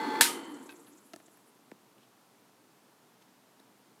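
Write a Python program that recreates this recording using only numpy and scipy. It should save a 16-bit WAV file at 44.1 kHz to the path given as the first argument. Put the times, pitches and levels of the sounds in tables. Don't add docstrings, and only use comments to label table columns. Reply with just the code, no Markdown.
import sys
import numpy as np
from scipy import signal
from scipy.fft import rfft, irfft
from scipy.io import wavfile
from scipy.ndimage import uniform_filter1d

SR = 44100
rng = np.random.default_rng(int(sys.argv[2]) if len(sys.argv) > 2 else 0)


def dump_mix(stems):
    frames = np.atleast_2d(stems).T
    limited = np.clip(frames, -1, 1)
    pcm = np.round(limited * 32767).astype(np.int16)
    wavfile.write(sys.argv[1], SR, pcm)


def invert_db(x):
    u = np.asarray(x, float) / 20
    return 10 ** u


N = 176400
T = np.arange(N) / SR

# frequency in Hz, level in dB per Hz.
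AIR_COLOUR = [(15, -62.5), (25, -31.5), (87, -31.5), (117, -5), (157, -8.5), (185, -2.5), (263, -1.5),
              (373, -5), (451, -4.5), (489, -9.5), (911, -7.5), (2000, -17), (14400, -24.5), (16000, -35)]
AIR_DB = -63.5
BASS_CUT_HZ = 130

OFF_S = .2106
SHAFT_HZ, COAST_HZ_PER_S = 57.3, 39

# multiple of shaft speed, level in dB, flutter in dB.
HUM_TONES = [(4, -54.5, 5), (5, -49, 4), (6, -51, 4.5), (7, -52.5, 4), (8.03, -47.5, 3), (14, -53, 3),
             (15.1, -37.5, 0.5), (16, -46, 2), (27, -52.5, 2), (30.6, -53.5, 2), (35.45, -51.5, 2),
             (59.5, -57.5, 2), (75.5, -57.5, 2.5)]
HUM_T60_S, HUM_WAVER_DB, HUM_JITTER_HZ = 0.069, 1.8, 3

# centre in Hz, width in Hz, level in dB at full speed.
BEARING_BANDS = [(7500, 2000, -69), (10700, 3100, -66.5)]
BEARING_FLUTTER_DB, BEARING_SPEED_POWER = 3, 0.93

# time in seconds, level in dB.
RATTLE_LEVEL = [(0.0, -39.5), (0.19, -39), (0.48, -47), (0.614, -50), (0.894, -59.5), (1.282, -71),
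                (1.6, -70.5)]
# frequency in Hz, level in dB per Hz.
RATTLE_COLOUR = [(53, -71.5), (90, -37), (282, -1), (381, -8), (463, -12), (599, -17.5), (883, -6),
                 (963, -7.5), (2050, -19), (2650, -25), (4260, -23.5), (5750, -43.5), (15500, -48.5)]
# centre in Hz, width in Hz, level in dB before a shared cut.
CASING_MODES = [(280, 38, -0.5), (356.3, 30, -3), (462, 33, -1.5), (900, 24, -7.5), (1140, 97, -10.5),
                (1390, 60, -11.5), (1670, 50, -13.5), (1780, 53, -12), (2020, 63, -8), (2320, 35, -17),
                (3270, 120, -15.5), (3450, 58, -18), (4162, 99, -17), (4400, 63, -13.5)]
RATTLE_THROB, RATTLE_GRIT_DB = 0.16, -0.5
DULLING_DB = 6

# start in seconds, rough peak in dB before colouring.
SNAPS = [(.2086, -26.5), (0.2114, -19.5), (0.21, -7), (0.2106, -2), (0.2095, -5), (0.2125, -7.5),
         (0.2128, -8.5), (0.2146, -8.5), (0.2168, -12), (0.2193, -13.5), (0.2213, -7.5)]
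# frequency in Hz, level in dB per Hz.
SNAP_COLOUR = [(35, -51), (60, -24.5), (651, -12), (842, -6), (1140, -11), (1620, -2), (2300, -3.5),
               (4530, -3.5), (6140, -5.5), (9570, -0.5), (14900, -13.5), (16000, -31)]
SNAP_T60_S = .008
# pitch in Hz, starting level in dB, 60 dB decay in seconds.
PANEL_MODES = [(929, -35.5, 0.33), (1244, -36, 0.34), (1530, -25.5, .15), (1700, -14.5, 0.013),
               (1755, -24, .07), (2860, -34.5, 0.25), (3312, -26, 0.11), (3901, -27.5, 0.08),
               (4320, -30.5, .12), (9533, -34, 0.24), (11000, -23.5, .08)]
PANEL_WAVER_DB = 5
JOLT_DB, JOLT_S = -33, .0005
# frequency in Hz, 60 dB decay in seconds.
ROOM_T60 = [(200, 0.97), (1000, 0.35), (2500, 0.31), (5000, 0.27), (9000, .3), (15000, .25)]
# frequency in Hz, level in dB.
ROOM_COLOUR = [(200, -5.5), (620, -8.5), (1000, -2), (2000, 2.5), (4000, 3.5), (6000, 4), (9000, 1),
               (12000, 3.5), (15000, 3.5)]
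ROOM_DB = 11

# time in seconds, pitch in Hz, level in dB.
FAN_PATH = [(0.278, 400.4, -59), (0.332, 371.1, -41), (0.399, 337.4, -53), (0.448, 317.7, -54),
            (0.561, 291.9, -44), (0.631, 275.3, -51), (.68, 273, -69), (.8, 288.7, -65),
            (0.928, 290.3, -64), (0.999, 284.5, -78)]
FAN_FLUTTER_DB, FAN_JITTER_HZ = 2.9, 9

# centre in Hz, width in Hz, level in dB before the swell.
WHIRR_BANDS = [(2050, 57, -58), (2870, 60, -63), (3077, 69, -52.5), (4400, 150, -66), (7583, 300, -65.5)]
WHIRR_RISE_S, WHIRR_END_S, WHIRR_FADE_S = .12, .62, .55

# middle
# in seconds, level in dB, pitch in Hz, length at half height in seconds.
SQUEAKS = [(0.453, -59, 7500, 0.013), (0.515, -64, 10800, .03), (0.548, -59.5, 7300, 0.017),
           (0.568, -65, 8200, 0.014), (.59, -71, 9900, 0.023), (0.633, -61.5, 7710, 0.017),
           (0.667, -59.5, 7300, 0.016), (0.719, -66, 10700, 0.034), (.765, -62.5, 7170, 0.018),
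           (0.802, -63, 7460, 0.024), (0.847, -65.5, 7700, 0.014), (0.886, -68.5, 10750, 0.047),
           (0.932, -65, 7094, 0.018), (0.983, -63, 7120, 0.019), (1.072, -66.5, 10550, 0.044),
           (1.265, -62.5, 7500, 0.011), (1.33, -70.5, 10600, 0.05), (1.374, -67, 12510, .012),
           (1.482, -68, 10200, 0.035)]
SQUEAK_WIDTH_HZ = 2000

# start in seconds, level in dB, brightness in dB per octave.
CHATTER_STRIKES = [(0.6902, -48, 6), (0.6927, -39, 6), (0.6947, -44, 1), (0.6976, -43, 5), (.7005, -47, -1),
                   (0.704, -43, -2), (0.709, -44, 2), (0.7195, -45, 4), (.7245, -48, 3), (0.727, -49, 2)]
# pitch in Hz, level in dB, 60 dB decay in seconds.
CHATTER_MODES = [(1060, -6, .02), (1550, 0, .045), (1890, -5, .015), (2540, 0, .022), (3310, -8, .014),
                 (3750, -7, .012), (4470, -11, .01)]
CHATTER_SPREAD_DB, CHATTER_GRIT_DB = 3, -3

# middle in seconds, level in dB, pitch in Hz,
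# length at half height in seconds, width in Hz.
BRUSHES = [(.870, -62, 3540, 0.0082, 1200), (.88, -60, 1203, .015, 910), (2.03, -70.5, 3000, 0.043, 1505),
           (3.223, -64, 2500, 0.013, 3490), (3.599, -65.5, 3807, 0.0083, 701)]

# start in seconds, thump peak in dB, tick peak in dB, tick pitch
# in Hz, brightness of the thump in dB per octave.
KNOCKS = [(1.1344, -41.5, -39.5, 4500, 5), (1.1358, -41, -43.5, 1700, 1), (1.1388, -38.5, -40.5, 3970, -2),
          (1.1610, -42.5, -41, 6250, -0.5), (1.1995, -60, -58, 2000, 0), (1.2012, -48.5, -54, 1500, -1.5),
          (1.282, -49, -55, 3000, -2.5), (1.372, -53, -55, 9000, 1), (1.7158, -52.5, -40.5, 2340, 3.5),
          (1.982, -60, -52, 2830, -7), (3.6, -50, -52, 9020, -3)]
# pitch in Hz, level in dB, 60 dB decay in seconds.
SHELL_MODES = [(328, -1, .028), (651, 0, .022), (1000, -8, .012), (1303, -6, .018), (1750, -5, .02),
               (2735, -14, .015)]
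TICK_T60_S, TICK_WIDTH_SHARE = 0.0103, 0.61

TAP_S, TAP_DB = 1.7176, -38.5
TAP_LOW_HZ, TAP_EXTRA_HZ = 210, 1540
TAP_SWEEP_S, TAP_PEAK_S = .0014, .0027


def evened(x):
    return x / np.sqrt(np.mean(x ** 2) + 1e-20)


def read(points, hz):
    f, value = np.transpose(points)
    return np.interp(np.log(hz + 1), np.log(f + 1), value)


def add(mix, s, sound):
    part = mix[max(round(s * SR), 0):][:len(sound)]
    part += sound[:len(part)]


def coloured(x, points):
    gain = invert_db(read(points, np.fft.rfftfreq(len(x), 1 / SR)))
    return irfft(rfft(x) * gain, len(x))


def resonate(x, hz, width_hz):
    b, a = signal.iirpeak(min(hz, SR * .45), max(hz / width_hz, .3), SR)
    return signal.lfilter(b, a, x)


def drift(per_s):
    width = int(SR / per_s)
    smooth = uniform_filter1d(rng.standard_normal(N), width)
    return evened(uniform_filter1d(smooth, width))


def bass_cut(x):
    return signal.sosfilt(signal.butter(4, BASS_CUT_HZ, "high", fs=SR, output="sos"), x)


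def since_off():
    return np.maximum(T - OFF_S, 0)


def shaft():
    speed = np.maximum(SHAFT_HZ - COAST_HZ_PER_S * since_off(), 0)
    return speed, np.cumsum(speed) / SR


def room_tone():
    hiss = evened(coloured(rng.standard_normal(N), AIR_COLOUR))
    low = signal.sosfilt(signal.butter(2, 600, fs=SR, output="sos"), hiss)
    swell = invert_db(1.2 * drift(4.5)) - 1
    return invert_db(AIR_DB) * (hiss + low * swell)


def magnetic_hum(turns):
    hum = np.zeros(N)
    for multiple, db, flutter_db in HUM_TONES:
        level = invert_db(db + HUM_WAVER_DB * drift(21) + flutter_db * drift(70)) * np.sqrt(2)
        jitter = np.cumsum(HUM_JITTER_HZ * drift(72)) / SR
        hum += level * np.sin(2 * np.pi * (multiple * turns + jitter + rng.random()))
    return hum * invert_db(-60 * since_off() / HUM_T60_S)


def bearing_hiss(speed):
    hiss = np.zeros(N)
    for hz, width, db in BEARING_BANDS:
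        band = resonate(resonate(rng.standard_normal(N), hz, width), hz, width)
        hiss += invert_db(db + BEARING_FLUTTER_DB * drift(60)) * evened(band)
    return hiss * (speed / SHAFT_HZ) ** BEARING_SPEED_POWER


def casing_rattle(turns):
    throb = 1 + RATTLE_THROB * np.cos(2 * np.pi * turns)
    drive = rng.standard_normal(N) * throb * invert_db(RATTLE_GRIT_DB * drift(250))
    shaken = invert_db(-0.5) * evened(coloured(drive, RATTLE_COLOUR))
    for hz, width, db in CASING_MODES:
        shaken += invert_db(db - 10.5) * evened(resonate(drive, hz, width))
    hz, t, z = signal.stft(shaken, SR, nperseg=512)
    octaves = np.log2(np.maximum(hz, 300) / 300)[:, None]
    z = z * invert_db(-DULLING_DB * np.maximum(t - OFF_S, 0) * octaves)
    dulled = signal.istft(z, SR, nperseg=512)[1][:N]
    level = np.interp(T, *np.transpose(RATTLE_LEVEL))
    level = level - 60 * np.maximum(T - RATTLE_LEVEL[-1][0], 0)
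    return invert_db(level) * dulled


def toggle_contacts():
    cracks = np.zeros(N)
    for s, db in SNAPS:
        burst = rng.standard_normal(600) * invert_db(-60 * T[:600] / SNAP_T60_S)
        add(cracks, s, invert_db(db - 20.5) * evened(burst))
    bright = coloured(cracks, SNAP_COLOUR)
    return bright * np.std(cracks) / np.std(bright)


def panel_ring():
    after = since_off()
    ring = np.zeros(N)
    for hz, db, t60 in PANEL_MODES:
        level = invert_db(db - 60 * after / t60 + PANEL_WAVER_DB * drift(40))
        ring += level * np.sin(2 * np.pi * hz * after)
    return bass_cut(ring)


def lever_jolt():
    return invert_db(JOLT_DB) * np.exp(-.5 * ((T - OFF_S - .001) / JOLT_S) ** 2)


def room(x):
    taps = rng.standard_normal(SR) * np.clip((T[:SR] - .0005) / 0.001, 0, 1)
    hz, t, z = signal.stft(taps, SR, nperseg=256)
    fade_db = -60 * t / read(ROOM_T60, hz)[:, None]
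    z = z * invert_db(fade_db + read(ROOM_COLOUR, hz)[:, None])
    tail = signal.istft(z, SR, nperseg=256)[1]
    return signal.fftconvolve(x, tail / np.linalg.norm(tail))[:N]


def landing_in_room():
    click = np.zeros(N)
    add(click, OFF_S, np.ones(1))
    click = coloured(click, SNAP_COLOUR)
    return invert_db(ROOM_DB) * bass_cut(room(click / np.linalg.norm(click)))


def fan():
    s, hz, db = np.transpose(FAN_PATH)
    heard = np.clip(np.minimum(T - OFF_S, s[-1] + .1 - T) / .08, 0, 1)
    level = invert_db(np.interp(T, s, db) + FAN_FLUTTER_DB * drift(30)) * np.sqrt(2)
    pitch = np.interp(T, s, hz) + FAN_JITTER_HZ * drift(90)
    return heard * level * np.sin(2 * np.pi * np.cumsum(pitch) / SR)


def whirr():
    after = since_off()
    u = after / WHIRR_RISE_S
    swell = u * np.exp(1 - u) * np.clip((WHIRR_END_S - after) / WHIRR_FADE_S, 0, 1)
    bands = np.zeros(N)
    for hz, width, db in WHIRR_BANDS:
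        narrow = resonate(rng.standard_normal(N), hz, width)
        bands += invert_db(db) * evened(resonate(narrow, hz, 3 * width))
    return swell * bands


def scuff(s, db, hz, length, width_hz):
    count = int(2 * length * SR)
    grain = rng.standard_normal((count, 2))
    rough = grain[:, 0] * abs(grain[:, 1])
    rub = resonate(resonate(rough, hz, width_hz), hz, 2 * width_hz)
    return s - length, invert_db(db) * evened(rub) * np.hanning(count)


def chatter(s, db, bright_db):
    t = T[:2600]
    spread, phase = rng.standard_normal((2, len(CHATTER_MODES)))
    ring = np.zeros(len(t))
    for (hz, mode_db, t60), a, p in zip(CHATTER_MODES, spread, phase):
        tilt_db = bright_db * np.log2(hz / 2000)
        level = invert_db(mode_db + tilt_db + CHATTER_SPREAD_DB * a - 60 * t / t60)
        ring += level * np.sin(2 * np.pi * hz * (1 + 0.015 * a) * t + p)
    scrape = evened(resonate(rng.standard_normal(len(t)), 3000, 2600))
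    strike = ring + scrape * invert_db(CHATTER_GRIT_DB - 60 * t / .02)
    return s, invert_db(db) * np.minimum(t / 0.00034, 1) * strike / abs(strike).max()


def knock(s, thump_db, tick_db, tick_hz, bright_db):
    t = T[:2600]
    tick = resonate(rng.standard_normal(len(t)), tick_hz, TICK_WIDTH_SHARE * tick_hz)
    tick = tick * invert_db(-60 * t / TICK_T60_S)
    thump = np.zeros(len(t))
    for hz, db, t60 in SHELL_MODES:
        level = invert_db(db + bright_db * np.log2(hz / 450) - 60 * t / t60)
        thump += level * np.sin(2 * np.pi * hz * t)
    thump = thump * np.minimum(t / 0.00095, 1)
    return s, invert_db(thump_db) * thump / abs(thump).max() + invert_db(tick_db) * tick / abs(tick).max()


def table_tap():
    t = T[:900]
    hz = TAP_LOW_HZ + TAP_EXTRA_HZ * np.exp(-t / TAP_SWEEP_S)
    u = t / TAP_PEAK_S
    swell = (u * np.exp(1 - u)) ** 2
    return TAP_S, invert_db(TAP_DB) * swell * np.sin(2 * np.pi * np.cumsum(hz) / SR)


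def scene():
    speed, turns = shaft()
    motor = magnetic_hum(turns) + bearing_hiss(speed) + casing_rattle(turns) + fan()
    switch = toggle_contacts() + panel_ring() + lever_jolt() + landing_in_room()
    small = np.zeros(N)
    for s, db, hz, length in SQUEAKS:
        add(small, *scuff(s, db, hz, length, SQUEAK_WIDTH_HZ))
    for row in CHATTER_STRIKES:
        add(small, *chatter(*row))
    for row in BRUSHES:
        add(small, *scuff(*row))
    for row in KNOCKS:
        add(small, *knock(*row))
    add(small, *table_tap())
    mix = room_tone() + bass_cut(motor + whirr() + small) + switch
    return mix[None]


def roll_off(x):
    return signal.sosfilt(signal.butter(12, 16550, fs=SR, output="sos"), x)


def record(dry):
    return roll_off(dry)


dry = scene()
out = record(dry)
dump_mix(out)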